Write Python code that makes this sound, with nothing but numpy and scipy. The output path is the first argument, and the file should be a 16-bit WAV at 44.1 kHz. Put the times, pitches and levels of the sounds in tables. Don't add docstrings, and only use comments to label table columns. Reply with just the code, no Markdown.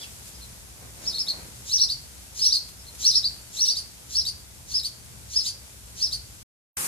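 import sys
import numpy as np
from scipy import signal
from scipy.fft import rfft, irfft, next_fast_len
from scipy.io import wavfile
from scipy.ndimage import map_coordinates

SR = 44100
rng = np.random.default_rng(int(sys.argv[2]) if len(sys.argv) > 2 else 0)


def pcm_store(signal):
    levels = np.round(np.clip(np.atleast_2d(signal), -1, 1) * 32767)
    wavfile.write(sys.argv[1], SR, levels.astype(np.int16).T)


N = 302967
TIME = np.arange(N) / SR


def amp(db):
    return 10 ** (np.asarray(db) / 20)


def unit(x):
    return x / np.sqrt(np.mean(x ** 2) + 1e-20)


def lean_left(db):
    return amp([[db], [-db]])


def along(points, hz):
    f, v = np.transpose(points)
    return np.interp(np.log(hz + 1), np.log(f + 1), v)


def wobble(rate):
    return map_coordinates(rng.standard_normal(int(N * rate / SR) + 4), [TIME * rate])


def swells(rows):
    return sum(height * np.exp(-np.minimum(((TIME - s) / half) ** 2, 20)) for s, half, height in rows)


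def filtered(x, response):
    size = next_fast_len(N + SR // 2)
    return irfft(rfft(x, size) * response(np.fft.rfftfreq(size, 1 / SR)), size)[..., :N]


# (frequency [Hz], correlation [-1..1])
STEREO_LIKENESS = [(60, 0.78), (130, 0.64), (290, 0.29), (630, 0.26), (1380, -0.2), (3020, -0.18),
                   (6600, 0.06), (14400, 0.066)]
def spread(pair, spectrum):
    def response(hz):
        angle = np.arccos(np.clip(along(STEREO_LIKENESS, hz), -1, 1)) / 2
        return amp(along(spectrum, hz)) * [np.cos(angle), np.sin(angle)]
    mid, side = filtered(pair, response)
    return unit(np.array([mid + side, mid - side]))


def patter(rate, scatter_db, mist_db):
    hits = rng.random((2, N)) < rate / SR
    sizes = amp(scatter_db * np.clip(rng.standard_normal((2, N)), -3, 3)) * rng.choice([-1, 1], (2, N))
    return unit(hits * sizes) + amp(mist_db) * rng.standard_normal((2, N))


# (time [s], relative level [dB])
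SHRUB_LEVELS = [(0.0, -49), (0.74, -52), (1.12, -49.5), (2.85, -52), (3.06, -50), (4.49, -53), (6.2, -52)]
# (time [s], half length [s], extra level [dB])
SHRUB_BRUSHES = [(0.279, 0.022, 3.5), (2.692, 0.0094, 4), (2.954, 0.004, 6.5)]
# (time [s], half length [s], extra level [dB])
SOIL_SURGES = [(0, 0.091, 4), (.85, 0.055, 4), (1.09, .15, 8), (1.38, 0.11, 8.5)]
# (frequency [Hz], relative level [dB])
SHRUB_SPECTRUM = [(530, -41.5), (900, -5), (1020, -9), (1570, -4.5), (1740, -8), (2050, -6), (5310, -1),
                  (7180, 0), (7790, 0), (10700, -1.5), (14400, -9)]
SOIL_SPECTRUM = [(88, -39), (150, -0.5), (217, -4.5), (369, -7), (648, -8.5), (1280, -14.5), (1630, -15.5),
                 (2000, -14.5), (2600, -17), (4400, -120)]
def hose(shrub_gain_db=5, soil_start_db=-55, fade_db_per_s=0.27):
    flow = wobble(13)
    shrub_db = np.interp(TIME, *np.transpose(SHRUB_LEVELS)) + swells(SHRUB_BRUSHES) + 0.26 * flow
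    soil_db = soil_start_db + swells(SOIL_SURGES) + 0.8 * flow
    soil_db -= fade_db_per_s * TIME
    shrubs = spread(patter(rate=2500, scatter_db=4, mist_db=3.5), SHRUB_SPECTRUM)
    soil = spread(patter(rate=420, scatter_db=4, mist_db=2.5), SOIL_SPECTRUM)
    return shrubs * amp(shrub_db + shrub_gain_db) * lean_left(.5) + soil * amp(soil_db) * lean_left(.3)


# (frequency [Hz], relative level [dB])
RUMBLE_SPECTRUM = [(13, -41.5), (22, -34.5), (46, -1.5), (64, 2.5), (92, -3), (124, -0.5), (150, -11.5),
                   (214, -12), (260, -23.5), (340, -55.5), (570, -120)]
def rumble(noise_db=-50.5, hum_db=-53.5, hum_hz=63.3, sway_db=2.1):
    noise = spread(rng.standard_normal((2, N)), RUMBLE_SPECTRUM)
    hum = np.sin(2 * np.pi * np.cumsum(hum_hz + 3 * wobble(8.7)) / SR)
    sway = amp(sway_db * wobble(6.3))
    return sway * (amp(noise_db) * noise + amp(hum_db) * hum) * lean_left(1.1)


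# (time [s], top pitch [Hz], end pitch [Hz], relative level [dB])
PEEP_NOTES = [(0, 3510, 2370, -38), (.325, 5030, 4750, -47), (.40, 4250, 3900, -42),
              (2.779, 5400, 4850, -49), (2.852, 4240, 4010, -41)]
def peeps(rise_s=.0172, fall_s=.033, harsh_db=-1):
    for start, top_hz, end_hz, db in PEEP_NOTES:
        yield start, rise_s, fall_s, .9 * top_hz, top_hz, end_hz, db, harsh_db


# (time [s], rise [s], top pitch [Hz], relative level [dB])
ARCH_NOTES = [(1.053, 0.02, 5415, -24.5), (1.693, 0.05, 5900, -19), (2.39, 0.038, 5394, -17.5),
              (3.027, .046, 5800, -15), (3.566, 0.056, 5850, -18.5), (4.13, .045, 5574, -19.5),
              (4.714, .045, 5356, -21), (5.333, 0.041, 5325, -19.5), (5.998, 0.035, 5410, -20)]
def arches(mid_hz=4820, fall_s=.045, end_hz=3900, harsh_db=1.5):
    for start, rise_s, top_hz, db in ARCH_NOTES:
        yield start, rise_s, fall_s, 2 * mid_hz - top_hz, top_hz, end_hz, db, harsh_db


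# (time [s], top pitch [Hz], relative level [dB], harshness [dB])
CHIRP_NOTES = [(1.127, 4364, -22, -2.5), (1.166, 5340, -22, 0), (1.267, 4430, -17.5, -3),
               (1.78, 5610, -16, -2.5), (1.807, 4340, -21, -2), (1.884, 4840, -20.5, -1),
               (2.431, 5780, -18.5, 3.5), (2.505, 4910, -15, -2.5), (2.533, 4380, -20.5, 3),
               (3.127, 5460, -17, 1), (3.138, 5150, -18.5, -12), (3.229, 4720, -16, -9.5),
               (3.649, 5680, -21, 7), (3.684, 4740, -17.5, -6.5), (3.75, 4855, -22.5, 6),
               (4.249, 4820, -22, 5.5), (4.83, 4640, -23.5, 7), (5.446, 4870, -20.5, 6.5),
               (6.109, 4646, -23, 5.5)]
def chirps(rise_s=.026, fall_s=.028, start_hz=3700, typical_top_hz=4795):
    for start, top_hz, db, harsh_db in CHIRP_NOTES:
        stretch = (top_hz / typical_top_hz) ** 1.7
        end_hz = min(4264, .92 * top_hz)
        yield start, rise_s * stretch, fall_s * stretch, start_hz, top_hz, end_hz, db, harsh_db


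# (frequency [Hz], relative level [dB])
BREATH_SPECTRUM = [(1600, -18), (2300, -9), (3600, 3), (6000, 9), (8000, -3.5), (10500, -1.5), (13500, -10)]
def breath():
    return unit(filtered(rng.standard_normal(N), lambda hz: amp(along(BREATH_SPECTRUM, hz))))


# (multiple of the pitch, relative level [dB])
WHISTLE_OVERTONES = [(2, -23), (3, -21)]
# (frequency [Hz], gain [dB])
BEAK_RESPONSE = [(3000, 0.5), (4700, -3), (5700, 3.5), (6400, 2), (7600, -2), (9400, 5.5), (11000, -7),
                 (11900, -4), (13000, -0.5), (14400, -18)]
def whistles(notes, gain_db=-1.2, breath_db=-21, flutter_db=3, roughness=.024, edge_s=.0024):
    song, airflow = np.zeros(N), np.zeros(N)
    shake = 1 + roughness * wobble(1100)
    flutter = amp(flutter_db * wobble(250))
    for start, rise_s, fall_s, start_hz, top_hz, end_hz, db, harsh_db in notes:
        peak = start + rise_s
        end = peak + fall_s
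        span = slice(int(start * SR), int(end * SR))
        t = TIME[span]
        up, down = np.clip((t - start) / rise_s, 0, 1), np.clip((t - peak) / fall_s, 0, 1)
        leap = .25 * up + .75 * np.sin(np.pi / 2 * up ** 2.2) ** 2
        climb_hz = start_hz + (top_hz - start_hz) * leap
        pitch_hz = climb_hz + (end_hz - top_hz) * down ** 2
        phase = 2 * np.pi * np.cumsum(pitch_hz * shake[span]) / SR
        gate = np.clip(np.minimum(t - start, end - t) / edge_s, 0, 1)
        effort = amp(db + gain_db - 7.5 * down ** 2) * gate
        opens_at_hz = min(start_hz + 330, top_hz - 150)
        opening = amp(-12 * np.clip((opens_at_hz - climb_hz) / 300 + .5, 0, 1))
        harshness = amp(harsh_db) * np.sqrt(opening)
        overtones = sum(amp(level) * np.sin(k * phase) for k, level in WHISTLE_OVERTONES)
        song[span] += effort * (opening * np.sin(phase) + harshness * overtones)
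        airflow[span] += effort * harshness
    voice = song * flutter + amp(breath_db) * airflow * breath()
    return filtered(voice, lambda hz: amp(along(BEAK_RESPONSE, hz)))


# (time [s], pitch [Hz], relative level [dB])
LONE_RASP_NOTES = [(.025, 4718, -38.5), (5.466, 6700, -29.5)]
def rasps(pitch_ratio=1.18, below_arch_db=13.5, half_length_s=.033, roughness=.09):
    openers = [(s, pitch_ratio * top_hz, db - below_arch_db) for s, _, top_hz, db in ARCH_NOTES]
    rows = sorted(openers + [tuple(row) for row in LONE_RASP_NOTES])
    centres, pitches, _ = np.transpose(rows)
    envelope = swells([(s, half_length_s, amp(db)) for s, _, db in rows])
    pitch_hz = np.interp(TIME, centres, pitches) * (1 + roughness * wobble(2200))
    tone = np.sin(2 * np.pi * np.cumsum(pitch_hz) / SR)
    return envelope * (amp(-5.5) * tone + amp(-6.5) * breath())


# (frequency [Hz], time to fall 60 dB [s])
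YARD_DECAY = [(2000, 0.3), (5000, 0.37), (12000, 0.19)]
def yard(x, walls_db=-4, tail_db=-11, echoes=36, reach_s=.03, lead_s=.000265, build_s=.01):
    direct = filtered(x, lambda hz: np.exp(1j * np.pi * hz * lead_s * np.array([[1], [-1]])))
    hz, t, noise = signal.stft(rng.standard_normal((2, SR // 2)), SR, nperseg=256)
    decay = amp(-60 * t / along(YARD_DECAY, hz)[:, None])
    tail = signal.istft(noise * decay * (1 - np.exp(-t / build_s)), SR, nperseg=256)[1]
    answer = amp(tail_db) * tail / np.linalg.norm(tail[0])
    for lateness, side in rng.random((echoes, 2)):
        delay_s = .002 + reach_s * lateness + lead_s * (side - .5) * np.array([-1, 1])
        strength = amp(walls_db) * (1.5 - lateness) / np.sqrt(echoes)
        answer[[0, 1], np.round(delay_s * SR).astype(int)] += strength
    return direct + signal.fftconvolve(x[None], answer, axes=1)[:, :N]


# (frequency [Hz], relative level [dB])
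LEAF_SPECTRUM = [(35, -32.5), (60, 0), (81, -7), (102, -31), (128, -4.5), (222, -6), (279, -8), (682, -12),
                 (1030, -8), (1100, -5.5), (2460, -8), (3170, -13.5), (9530, -0.5), (14400, -10)]
def close_spray(level_db=-27.5, flicker_db=.53):
    drops = spread(patter(rate=3000, scatter_db=-.5, mist_db=-1.5), LEAF_SPECTRUM)
    return drops * amp(level_db + flicker_db * wobble(60)) * lean_left(.7)


def scene(yard_end_s=6.432, close_start_s=6.769):
    garden = hose() + rumble()
    bird = whistles([*peeps(), *arches(), *chirps()]) + rasps()
    garden += yard(bird) * lean_left(.2)
    yard_gate = np.clip((yard_end_s - TIME) / .004, 0, 1)
    close_gate = np.clip((TIME - close_start_s) / .00072, 0, 1)
    return garden * yard_gate + close_spray() * close_gate


def record(dry, limit_hz=14450):
    return filtered(dry, lambda hz: np.clip((limit_hz - hz) / 100, 0, 1))


dry = scene()
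out = record(dry)
pcm_store(out)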